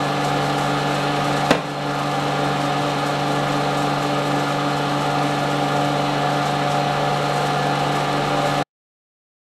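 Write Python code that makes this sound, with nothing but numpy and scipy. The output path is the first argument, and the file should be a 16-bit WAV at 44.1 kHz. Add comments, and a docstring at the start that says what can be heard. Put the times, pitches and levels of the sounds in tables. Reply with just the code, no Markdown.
"""The vacuum pump of a tabletop skin-pack machine runs steadily in a small hard-walled workroom.
Three vanes a turn interrupt the flow, giving a buzzing harmonic hum, ticks, and puffs of exhaust that
excite the steel housing's resonances. A fan tone, motor whines and flares of sputtering hiss lie beneath.
A drawer is pulled out and knocks on its end stop; an automatic gain control ducks and recovers.
At the end the sound cuts off."""
import sys
import numpy as np
from scipy import signal
from scipy.fft import rfft, irfft, next_fast_len
from scipy.io import wavfile
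from scipy.ndimage import uniform_filter1d, minimum_filter1d

SR = 44100
rng = np.random.default_rng(int(sys.argv[2]) if len(sys.argv) > 2 else 0)


def to_wav(s):
    """Save 16-bit WAV."""
    ch = np.atleast_2d(s).T  # columns
    pcm = np.round(np.clip(ch, -1, 1) * 32767)  # PCM
    wavfile.write(sys.argv[1], SR, pcm.astype(np.int16))


N = 419813
TIME = np.arange(N) / SR
SHAFT_HZ = 24.118


def from_db(db):
    """The decibel scale: 20 dB is a factor of ten in amplitude."""
    return 10 ** (np.asarray(db) / 20)


def unit_rms(x):
    """Normalisation to unit mean power."""
    return x / np.sqrt(np.mean(x ** 2) + 1e-20)


def curve(rows):
    """Linear interpolation of (time_s, value) rows at every sample."""
    return np.interp(TIME, *np.transpose(rows))


def drift(corner_hz):
    """Slow random fluctuation: low-passed noise of unit rms."""
    step, warm_up = 100, 1000
    pole = np.exp(-2 * np.pi * corner_hz * step / SR)
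    noise = rng.standard_normal(N // step + warm_up + 2)
    slow = signal.lfilter([1], [1, -2 * pole, pole * pole], noise)[warm_up:]
    return np.interp(np.arange(N) / step, np.arange(len(slow)), unit_rms(slow))


def coloured(x, spectrum, resonances=()):
    """Source-filter model: a broad spectral envelope with resonant peaks shapes x, at unit rms."""
    size = next_fast_len(N)
    freqs = np.maximum(np.arange(size // 2 + 1) * SR / size, 1)
    hz, db = np.transpose(spectrum)
    envelope = from_db(np.interp(np.log(freqs), np.log(hz), db))
    peaks = sum(from_db(peak_db) ** 2 / (1 + (2 * (freqs - centre_hz) / width_hz) ** 2) ** 2
                for centre_hz, width_hz, peak_db in resonances)
    return unit_rms(irfft(rfft(x, size) * envelope * np.sqrt(1 + peaks), size)[:N])


def ring(clicks, hz, t60_s):
    """Damped oscillator: a unit impulse starts a decaying sine of unit amplitude."""
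    pole, angle = from_db(-60 / (t60_s * SR)), 2 * np.pi * hz / SR
    return signal.lfilter([0, np.sin(angle)], [1, -2 * pole * np.cos(angle), pole * pole], clicks + 1e-18)


def fading(clicks, t60_s):
    """Exponential decay: an envelope that jumps at each impulse and dies away."""
    return signal.lfilter([1], [1, -from_db(-60 / (t60_s * SR))], clicks + 1e-18)


def low_pass(x, hz):
    """First-order roll-off of the treble."""
    return signal.sosfilt(signal.butter(1, hz, fs=SR, output="sos"), x + 1e-18)


def reflections(x, t60_s, wet_db, above_hz):
    """Diffuse reverberation: dense reflections add a decaying, high-passed tail."""
    t = TIME[:SR // 2]
    tail = rng.standard_normal(len(t)) * from_db(-60 * t / t60_s)
    high_pass = signal.butter(2, above_hz, "high", fs=SR, output="sos")
    tail = signal.sosfilt(high_pass, tail / np.linalg.norm(tail))
    return x + from_db(wet_db) * signal.fftconvolve(x, tail)[:N]


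def shaft_turns(wander=.0007, flutter=.0009):
    """Phase is the integral of speed: the turns made by a nearly steady motor."""
    return np.cumsum(SHAFT_HZ * (1 + wander * drift(.7) + flutter * drift(12))) / SR


# blade tone of a second rotor, probably the cooling fan: time_s, pitch_hz
FAN_PITCH = [(0, 294.6), (2, 294.8), (3.6, 293), (5.2, 292.7), (7.2, 294.4), (8.6, 293.9)]

def fan(level_db):
    """Beating: a blade tone a few hertz above the shaft's twelfth harmonic throbs against it."""
    cycles = np.cumsum(curve(FAN_PITCH)) / SR + rng.random()
    return np.sqrt(2) * from_db(level_db) * np.sin(2 * np.pi * cycles)


# thin tones of the motor: pitch_hz, level_db
WHINES = [(825.6, -38.5), (1718.0, -40), (2531, -50), (2892, -56.5), (4173, -49.5)]

def motor_whines(turns, waver_db):
    """Inharmonic partials: tones that follow the motor's speed but lie between the pump's harmonics."""
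    out = 0
    for hz, db in WHINES:
        cycles = hz * turns / SHAFT_HZ + rng.random()
        out += from_db(db + waver_db * drift(8)) * np.sin(2 * np.pi * cycles)
    return np.sqrt(2) * out


# strong flares of sputtering at the exhaust: start_s, level_db
FLARES = [(0.24, -39), (0.576, -37), (1.24, -40), (1.362, -38), (2.096, -46), (2.608, -40), (3.057, -41.5),
          (3.769, -37.5), (4.387, -40), (5.0, -43), (5.497, -41), (5.837, -41.4), (6.452, -39),
          (6.703, -41), (7.331, -41), (7.917, -41.5)]

def flare_starts(weak_per_s=4.5, weak_db=-45.5, spread_db=3):
    """A point process: weak impulses at loosely even intervals among the timed strong ones."""
    count = np.cumsum(weak_per_s * np.exp(.5 * drift(4))) / SR
    size_db = weak_db + spread_db * np.clip(rng.standard_normal(N), -2, 2)
    starts = np.diff(np.floor(count), prepend=0) * from_db(size_db)
    for start_s, db in FLARES:
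        starts[round(start_s * SR)] = from_db(db)
    return starts


# spectrum of the hiss: frequency_hz, relative_db
SPUTTER_SPECTRUM = [(1200, -33.5), (3000, -0.5), (5000, 5), (9200, 0.5), (10000, -4.5), (12000, -6.5),
                    (15500, -27)]
# resonances of the exhaust outlet: centre_hz, width_hz, peak_db
OUTLET_MODES = [(7000, 120, 0.5), (7780, 180, 3.5), (11460, 150, 4)]

def sputter(turns):
    """Amplitude-modulated noise: a grainy hiss throbs with the shaft, flares up and settles."""
    flares = low_pass(fading(flare_starts(), t60_s=.36), hz=45)
    steady = from_db(-45.5 + 2 * drift(8.1))
    grains = rng.standard_normal(N) * from_db(2.2 * np.clip(rng.standard_normal(N), -3, 3))
    spray = grains * from_db(1.8 * np.cos(2 * np.pi * turns))
    spray = reflections(spray, t60_s=.13, wet_db=0, above_hz=5800)
    return np.hypot(flares, steady) * coloured(spray, SPUTTER_SPECTRUM, OUTLET_MODES)


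# spectrum of the vane ticks: frequency_hz, relative_db
TICK_SPECTRUM = [(300, -29), (900, -3), (1500, -9.5), (2000, 3), (3000, 4), (4200, -5), (4500, -3.5),
                 (9000, -17.5), (15500, -35.5)]
# resonance of the pump casting: centre_hz, width_hz, peak_db
CASTING_MODES = [(4280, 160, 2.5)]

def vane_ticks(turns, spread_db=2, throb_db=2):
    """Impact and dispersion: vanes slap the chamber wall unevenly and the casting smears each click."""
    ticks = np.diff(np.floor(3 * turns), prepend=0)
    ticks *= from_db(spread_db * rng.standard_normal(N) + throb_db * np.cos(2 * np.pi * turns))
    t = TIME[:SR // 20]
    path = rfft(rng.standard_normal(len(t)) * np.exp(-t / .012))
    all_pass = irfft(path / np.abs(path))
    return coloured(signal.fftconvolve(ticks, all_pass)[:N], TICK_SPECTRUM, CASTING_MODES)


# the drawer meets its stop and rebounds: start_s, relative_db, brightness_hz
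KNOCKS = [(1.505, -13, 7000), (1.5076, 2, 7020), (1.5115, -3.5, 7000), (1.5135, -1, 1200), (1.53, -8, 2000),
          (1.551, -2, 1500)]
# modes of the steel tray: pitch_hz, relative_db, t60_s
TRAY_MODES = [(86, -24, .3), (165, -11, 0.28), (410, -21.5, .1), (486, -9.5, 0.068), (660, -6.5, .08),
              (905, -7, .07), (1070, -11, .1), (1308, -17, 0.077), (1680, -11.5, 0.052), (1934, -18, 0.05),
              (2430, -7, 0.07), (2683, -8, 0.039), (3770, -18, .03)]
# spectrum of the rails' clatter: frequency_hz, relative_db
RAIL_SPECTRUM = [(50, -20.5), (150, 6), (600, 8.5), (1400, 1.5), (2700, -2.5), (4000, -7.5), (8000, -18),
                 (15000, -37.5)]

def drawer():
    """Impact excitation: blows on the end stop ring the tray's modes and rattle the rails in the room."""
    pushes, clatter = np.zeros(N), np.zeros(N)
    rattle = coloured(rng.standard_normal(N), RAIL_SPECTRUM)
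    for start_s, db, bright_hz in KNOCKS:
        start = round(start_s * SR)
        span = slice(start, start + SR // 4)
        click = from_db(db) * signal.unit_impulse(SR // 4)
        # a softer contact dulls both the ring and the clatter
        pushes[span] += low_pass(click, bright_hz)
        clatter[span] += low_pass(fading(click, t60_s=.029) * rattle[span], 2 * bright_hz)
    tray = sum((-1) ** k * from_db(db) * ring(pushes, hz, t60_s)
               for k, (hz, db, t60_s) in enumerate(TRAY_MODES))
    knock = from_db(-7.5) * tray + from_db(-6.5) * clatter
    return reflections(knock, t60_s=.45, wet_db=-2, above_hz=57)


# spectrum of the exhaust rush: frequency_hz, relative_db
EXHAUST_SPECTRUM = [(25, -11), (60, -9.5), (130, -2), (350, 1.5), (850, 1.5), (1400, -2.5), (2000, -5),
                    (2900, -7.5), (4150, -8.5), (4450, -17), (9200, -28), (9900, -32.5), (12500, -37.5),
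                    (15500, -42)]
# resonances of the steel housing: centre_hz, width_hz, peak_db
HOUSING_MODES = [(27, 2.2, 13), (275.4, 14, 8.5), (426.5, 38, 5.5), (460, 8.2, 7), (477.3, 10.9, 9),
                 (556.5, 18, 8), (579, 27, 6.5), (684, 13, 6.5), (756, 6.7, 10), (844, 23, -4.5),
                 (875, 4.8, 13), (1042, 13, 6.5), (1169, 20, 7.5), (1204, 54, 8.5), (1244, 22, 11),
                 (1327, 17.0, 9), (1404.5, 20, 12), (1588, 35, 5.5), (2969, 32, 3.5), (4247, 99, 4),
                 (11600, 132.4, 6.5)]

def exhaust(turns, puff_db=3):
    """Forced resonance: flow noise swells as each of three vanes passes the port, ringing the housing."""
    vane_phase = (3 * turns) % 1
    puffs = rng.standard_normal(N) * from_db(puff_db * np.exp(-vane_phase / .055))
    puffs = reflections(puffs, t60_s=.15, wet_db=-7, above_hz=2000)
    return coloured(puffs, EXHAUST_SPECTRUM, HOUSING_MODES)


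# steady tones of the pump: shaft_multiple, level_db
PUMP_HARMONICS = [(3, -57.5), (6, -28.5), (8, -37.5), (9, -43), (11, -44), (12, -31), (15, -49), (18, -39),
                  (19, -45.5), (20, -52), (21, -36.5), (22, -48), (24, -35), (25, -51.5), (27, -48.5),
                  (28, -40), (29, -46.5), (30, -30.5), (31, -46), (32, -40.5), (33, -31.5), (36, -39),
                  (38, -49.5), (39, -50), (40, -48.5), (44, -46), (48, -41), (52, -40), (54, -50),
                  (57, -41.5), (59, -45.5), (60, -48.5)]
# single tones swell or sink for a while: shaft_multiple, centre_s, half_width_s, change_db
SWELLS = [(12, 4.1, 1.5, 2), (12, 7.3, 0.57, -9), (15, 8.1, .5, 10.5), (24, 7.6, 0.2, -7),
          (24, 8.42, 0.14, 10.5), (30, .8, 0.5, -1.5), (30, 6.74, .4, 2.5), (33, 8.5, .35, 5.5)]

def pump_hum(turns, shared_waver_db, waver_db, flutter_db, sway_cycles):
    """A harmonic series locked to the shaft; the higher partials waver most in level and phase."""
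    shared_gain = from_db(shared_waver_db * drift(2.9))
    slow, fast = [drift(1.9) for _ in range(5)], [drift(21.7) for _ in range(7)]
    out = 0
    for k, (order, db) in enumerate(PUMP_HARMONICS):
        swell_db = sum(change_db * np.exp(-((TIME - centre_s) / half_width_s) ** 2)
                       for multiple, centre_s, half_width_s, change_db in SWELLS if multiple == order)
        unrest = min(order / 20, 1) ** 2   # short waves are disturbed most
        shift = k * SR // 3   # each partial wavers at its own moments
        waver, flutter = np.roll(slow[k % 5], shift), np.roll(fast[k % 7], shift)
        level_db = db + swell_db + unrest * (waver_db * waver + flutter_db * flutter)
        cycles = order * turns + rng.random() + sway_cycles * unrest * fast[k % 7]
        out += from_db(level_db) * np.sin(2 * np.pi * cycles)
    return np.sqrt(2) * shared_gain * out


# the pump's effort, which lifts the exhaust and the vane ticks together: time_s, change_db
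EFFORT = [(0, 0.4), (1.4, 0.95), (2.4, 0.4), (4.5, -0.3), (7.7, 0.5), (8.6, 1.1)]

def scene():
    """Superposition: the pump's sounds, timed by one shaft, add to the fan and the drawer's knock."""
    turns = shaft_turns()
    effort_db = curve(EFFORT)
    pump = pump_hum(turns, shared_waver_db=.57, waver_db=1.2, flutter_db=1.95, sway_cycles=.044)
    pump += motor_whines(turns, waver_db=2.5) + fan(level_db=-39.5)
    pump += from_db(-25.5 + effort_db) * exhaust(turns)
    pump += from_db(-39.5 + effort_db) * vane_ticks(turns)
    return (pump + sputter(turns) + drawer())[None]


def gain_control(x, hold_s, release_s, attack_hz, threshold_db=-13, max_cut_db=7.5):
    """Automatic gain control: power above a threshold pulls the gain down; it holds, then eases back."""
    level_db = 10 * np.log10(np.abs(uniform_filter1d(x * x, size=200)) + 1e-9)
    cut_db = np.clip(1.5 * (level_db - threshold_db), 1e-6, max_cut_db)
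    window = int(hold_s * SR) // 2 * 2 + 1
    held_db = -minimum_filter1d(-cut_db, window, origin=window // 2)
    decay = TIME / release_s
    released_db = np.exp(np.maximum.accumulate(np.log(held_db) + decay) - decay)
    return x * from_db(-low_pass(released_db, attack_hz))


def record(dry, off_s=8.626, cutoff_hz=15650):
    """Compression and band limiting: gain control, rounded peaks, a quick fade at each end, a low-pass."""
    x = gain_control(dry[0], hold_s=.12, release_s=.26, attack_hz=11)
    x = 1.2 * np.tanh(x / 1.2)
    x *= np.minimum(TIME / .004, 1)
    after_s = np.maximum(TIME - off_s, 0)
    x *= from_db(-4000 * after_s) + from_db(-59 - 300 * after_s)   # abrupt cut with a faint tail
    treble_limit = signal.ellip(12, .1, 90, cutoff_hz, fs=SR, output="sos")
    return signal.sosfilt(treble_limit, x)[None]


dry = scene()
out = record(dry)
to_wav(out)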